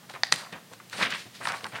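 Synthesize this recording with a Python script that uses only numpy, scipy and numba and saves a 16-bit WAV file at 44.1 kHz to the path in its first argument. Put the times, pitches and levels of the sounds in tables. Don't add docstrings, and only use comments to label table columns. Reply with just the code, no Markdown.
import sys
import numpy as np
from scipy import signal
from scipy.fft import rfft, irfft
from scipy.io import wavfile
from scipy.ndimage import uniform_filter1d
from numba import njit

SR = 44100
rng = np.random.default_rng(int(sys.argv[2]) if len(sys.argv) > 2 else 0)


def invert_db(x):
    u = np.asarray(x, float) / 20
    return 10 ** u


def transcribe(u):
    v = np.clip(np.atleast_2d(u).T, -1, 1)
    q = np.round(v * 32767).astype(np.int16)
    wavfile.write(sys.argv[1], SR, q)


N = 79380

# peak t/s, rise/s, fall/s, level/dB, f/Hz
STROKES = [(0.044, 0.027, 0.015, -57.5, 1150), (0.098, 0.0038, 0.013, -41.5, 1030),
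           (.139, 0.0017, 0.0047, -39, 1900), (.151, 0.0023, .006, -34, 1770),
           (0.16, 0.0057, .014, -42, 1170), (.42, 0.055, 0.078, -44.5, 1260),
           (.528, .003, .02, -34.5, 1980), (0.562, 0.013, 0.026, -45.5, 1370),
           (0.734, 0.015, 0.014, -53.5, 1220), (0.8, 0.0015, 0.008, -44.5, 1550),
           (0.928, 0.00068, 0.023, -37, 1780), (.96, 0.021, .02, -49.5, 593),
           (1.0, 0.029, 0.014, -33.5, 1890), (1.014, 0.0086, 0.0098, -24.5, 1470),
           (1.027, 0.003, 0.01, -15.5, 2054), (1.052, 0.0053, 0.021, -24, 2160),
           (1.102, 0.0018, 0.01, -36, 2500), (1.125, .012, 0.0071, -26, 2170),
           (1.138, 0.0023, 0.0031, -25, 2500), (1.148, 0.004, 0.013, -27.5, 2060),
           (1.413, 0.0044, 0.02, -38, 1420), (1.429, .002, .006, -36, 1570),
           (1.443, 0.013, .006, -39, 2200), (1.4537, 0.00104, 0.0043, -25, 1460),
           (1.471, 0.00087, 0.0063, -24, 1330), (1.488, 0.0045, 0.0085, -29, 1630),
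           (1.502, 0.0085, 0.013, -27.5, 1410), (1.534, 0.007, 0.019, -31, 1300),
           (1.56, 0.009, 0.053, -48, 1016), (1.655, 0.0066, 0.0089, -35.5, 1195),
           (1.666, 0.0051, .006, -38, 1330), (1.722, 0.00095, .008, -38.5, 1670),
           (1.758, 0.016, 0.012, -34, 1820), (1.785, 0.017, 0.027, -37.5, 1480)]
# t/s, peak
# level/dB, f/Hz
SHARP_CREASES = [(0.096, -27, 3150), (.1385, -43, 3540), (0.192, -53, 3000), (0.268, -31, 4530),
                 (.339, -18.5, 4000), (0.3588, -16, 6400), (0.527, -33, 3040), (.559, -46, 3470),
                 (0.734, -30.5, 3480), (0.8965, -28, 7000), (0.9286, -44, 2500), (1.0004, -24.5, 2500),
                 (1.0173, -29, 2500), (1.027, -23, 2730), (1.1015, -39, 4000), (1.146, -32, 2500),
                 (1.158, -31, 2500), (1.4721, -18.5, 2500), (1.486, -25, 4940), (1.52, -21, 3500),
                 (1.608, -30.5, 2500), (1.643, -24, 2660), (1.666, -27, 5900), (1.757, -29.5, 2920),
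                 (1.7663, -39, 3400)]
# peak t/s, rise/s, fall/s, level/dB, tilt/(dB per octave)
SLIDES = [(0.099, 0.0041, 0.0062, -51, -8), (.115, 0.006, 0.0093, -54, -2), (0.138, .004, .03, -54, -3),
          (0.239, 0.0027, 0.041, -49.5, -6), (0.3207, .0005, 0.011, -30.5, 3),
          (0.326, 0.0011, 0.026, -44.5, 9.5), (.385, 0.007, 0.047, -44.5, 1.5),
          (0.525, 0.0015, 0.0065, -51, -3), (0.56, 0.0025, 0.031, -62, 2),
          (.735, 0.019, 0.031, -58.5, -0.5), (0.934, 0.01, 0.017, -47, -2.2),
          (0.977, 0.029, 0.043, -46.5, 2.5), (1.029, 0.025, 0.021, -38, -2),
          (1.106, .003, 0.0067, -41.5, -6), (1.15, 0.013, 0.036, -48.5, 4.5),
          (1.199, 0.037, 0.06, -52, -5.5), (1.351, 0.011, 0.054, -59.5, -11.2),
          (1.452, .025, 0.015, -45, 5.5), (1.487, 0.015, 0.017, -42.5, 1.5),
          (1.561, 0.039, 0.044, -47.5, 0), (1.641, 0.0067, 0.014, -52, 0), (1.69, 0.022, .02, -66, 14),
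          (1.76, 0.042, .05, -54.5, -2.5)]
# f/Hz, width/Hz, level/dB
HISS_BANDS = [(2560, 3200, 3.5), (4070, 1700, 1), (7200, 4000, -9), (8840, 1320, -6), (12600, 3400, -28.5)]
# t/s, peak level/dB
SNAPS = [
    (0.2343, -2),
    (0.3239, 0.5),
]
CLIP_MODES = [
    [(800, 370, -12), (1850, 440, -3.7), (3590, 370, -10.5), (4700, 820, 1.5), (6400, 460, -19),
     (7000, 350, -38), (8900, 180, -49)],
    [(1150, 850, 6.5), (1930, 160, -0.5), (2500, 670, 1), (4090, 370, 4), (4770, 220, 0.5),
     (5900, 630, 4.5), (7450, 1700, 6), (9800, 620, -0.5), (10400, 290, -31)],
]
# t/s, level/dB, length/s
THUDS = [(0.137, -46, 0.04), (0.317, -37.5, 0.035), (0.523, -41.5, 0.031), (0.713, -42, 0.014),
         (0.926, -45.5, 0.056), (0.983, -41.5, 0.07), (1.006, -35.5, 0.052), (1.129, -43, 0.023),
         (1.254, -46, 0.015), (1.4, -46.5, 0.099), (1.473, -48.5, 0.065), (1.631, -43, 0.029),
         (1.73, -43, 0.056)]
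# f/Hz, width/Hz, level/dB
DESK_MODES = [(122.2, 22, -10), (203, 152, -3.5), (333, 232, -9.5), (524, 330, -6.5)]
# f/Hz, level/(dB per Hz)
AIR_SPECTRUM = [(18, 1), (60, -14), (161, 4), (319, -2.5), (1540, -10), (1860, -7), (2290, -10.5),
                (3140, -10), (16000, -19.5)]
# f/Hz, width/Hz, level/dB
HUM_BANDS = [(121.4, 10.7, -63), (182, 52, -65.5)]


def creases():
    pops, spread_oct, ring_cycles, scatter_db = 320, 0.45, 1.6, 1.5
    out = 0
    for t, rise, fall, db, hz in STROKES:
        u = rng.random((pops, 2)).T
        g = rng.standard_normal((pops, 2)).T
        late = -3 * rise + 3 * (rise + fall) * u[0]
        pitch = 2 ** (spread_oct * g[0])
        size = invert_db(db + 4.5 - scatter_db * np.log(u[1])) * swell(late, rise, fall) * np.sign(g[1])
        size = size * np.sqrt((rise + fall) * 20 * pitch)
        out = out + swarm(t + late, hz * pitch, ring_cycles, size)
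    return out


def sharp_creases():
    pops, fade_s, spread_oct, ring_cycles = 12, 0.0018, 1.32, 1.48
    out = 0
    for t, db, hz in SHARP_CREASES:
        u = rng.random((pops, 3)).T
        place = 2 * (np.arange(pops) + u[1]) / pops - 1
        pitch = 2 ** (spread_oct * place)
        size = invert_db(db + 3.5) * np.sign(u[2] - 0.5) * np.exp(-2 * u[0])
        out = out + swarm(t + 2 * fade_s * u[0], hz * pitch, ring_cycles, size)
    return out


def swarm(t, hz, cycles, size):
    hz = np.clip(hz, 200, 15000)
    start = (t * SR).astype(np.int64)
    return grains(N, start, 2 * np.pi * hz / SR, np.exp(-hz / SR / cycles), size)


@njit
def grains(n, start, turn, fade, size):
    out = np.zeros(n)
    for k in range(len(start)):
        wave = size[k] + 0j
        step = fade[k] * np.exp(1j * turn[k])
        soft = 1.0
        for i in range(max(start[k], 0), min(start[k] + 600, n)):
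            out[i] += wave.imag * (1 - soft)
            wave *= step
            soft *= fade[k] ** 3
    return out


def swell(late, rise, fall):
    return np.exp(np.where(late < 0, late / rise, -late / fall))


def slides():
    boost_db, flicker_db = 3, 1.3
    t, out = np.arange(N) / SR, 0
    shapes = [swell(t - peak, rise, fall) for peak, rise, fall, _, _ in SLIDES]
    for hz, width, band_db in HISS_BANDS:
        octaves = np.log2(hz / 5000)
        loudness = 0
        for (_, _, _, db, tilt), shape in zip(SLIDES, shapes):
            loudness = loudness + invert_db(db + boost_db + tilt * octaves) * shape
        hiss = band(band(rng.standard_normal(N), hz, width), hz, 2 * width)
        flicker = invert_db(flicker_db * (walk(25) + walk(250)))
        out = out + loudness * level(hiss, band_db - 5.5) * flicker
    return out


def walk(rate):
    hold = int(SR / rate)
    steps = np.repeat(rng.standard_normal(N // hold + 1), hold)
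    return 1.4 * uniform_filter1d(steps, hold)[:N]


def snaps():
    rattle_db, rattle_s, narrow = -23.5, 0.003, 0.7
    out = np.zeros(N)
    for (t, db), modes in zip(SNAPS, CLIP_MODES):
        kick, i = np.zeros(N), int(t * SR)
        rattle = rng.standard_normal(400) * np.exp(-np.arange(400) / SR / rattle_s)
        kick[i:i + 400] = invert_db(rattle_db) * rattle
        kick[i:i + 4] += 0.4, 1, 1, 0.4
        ring = 0
        for k, (hz, width, mode_db) in enumerate(modes):
            mode = band(band(kick, hz, 4 * width), hz, width * narrow) / width
            ring = ring + (-1) ** k * invert_db(mode_db) * mode
        out = out + invert_db(db) * ring / np.abs(ring).max()
    return out


def thuds():
    rise_s = 0.0049
    t, push = np.arange(N) / SR, 0
    for start, db, length in THUDS:
        late = t - start
        push = push + invert_db(db) * np.clip(late / rise_s, 0, 1) * np.exp(-np.clip(late, 0, 2) / length)
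    noise, out = rng.standard_normal(N), 0
    for hz, width, db in DESK_MODES:
        out = out + invert_db(db) * band(band(noise, hz, 2 * width) * push, hz, width)
    return 14 * out


def room(x):
    t60_s, tail_db, gap_s, top_hz = 0.44, -17.5, 0.0021, 7300
    t = np.arange(int(0.6 * SR)) / SR
    tail = rng.standard_normal(len(t)) * np.exp(-np.log(1000) * t / t60_s)
    tail = tail * np.clip(t / gap_s - 1, 0, 1)
    tail = signal.lfilter(*signal.butter(1, top_hz, fs=SR), tail)
    tail = tail * invert_db(tail_db) / np.sqrt(np.sum(tail ** 2))
    return signal.fftconvolve(x, tail)[:N]


def air():
    air_db = -47
    hz, db = np.array(AIR_SPECTRUM).T
    f = np.maximum(np.arange(N // 2 + 1) * SR / N, 1)
    shape = invert_db(np.interp(np.log(f), np.log(hz), db))
    noise = irfft(rfft(rng.standard_normal(N)) * shape, N)
    hum = 0
    for hum_hz, width, hum_db in HUM_BANDS:
        tone = band(band(rng.standard_normal(N), hum_hz, width), hum_hz, width)
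        hum = hum + level(tone, hum_db)
    return level(noise, air_db - 6.5) + hum


def level(x, db):
    return x * invert_db(db) / np.sqrt(np.mean(x ** 2))


def band(x, hz, width):
    return signal.lfilter(*signal.iirpeak(min(hz, 20000), max(hz / width, 0.3), fs=SR), x)


def scene():
    paper_band = signal.butter(2, [427, 10000], "band", fs=SR, output="sos")
    paper = signal.sosfilt(paper_band, creases() + sharp_creases())
    desk = paper + snaps() + thuds()
    return (desk + room(desk) + slides() + air())[None]


def low_pass(x):
    return signal.sosfilt(signal.butter(12, 16520, fs=SR, output="sos"), x)


def record(dry):
    bass_cut = signal.butter(2, 70, "high", fs=SR, output="sos")
    top_cut = signal.ellip(8, 0.3, 60, 15900, fs=SR, output="sos")
    mix = signal.sosfilt(top_cut, signal.sosfilt(bass_cut, dry))
    return low_pass(mix)


dry = scene()
out = record(dry)
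transcribe(out)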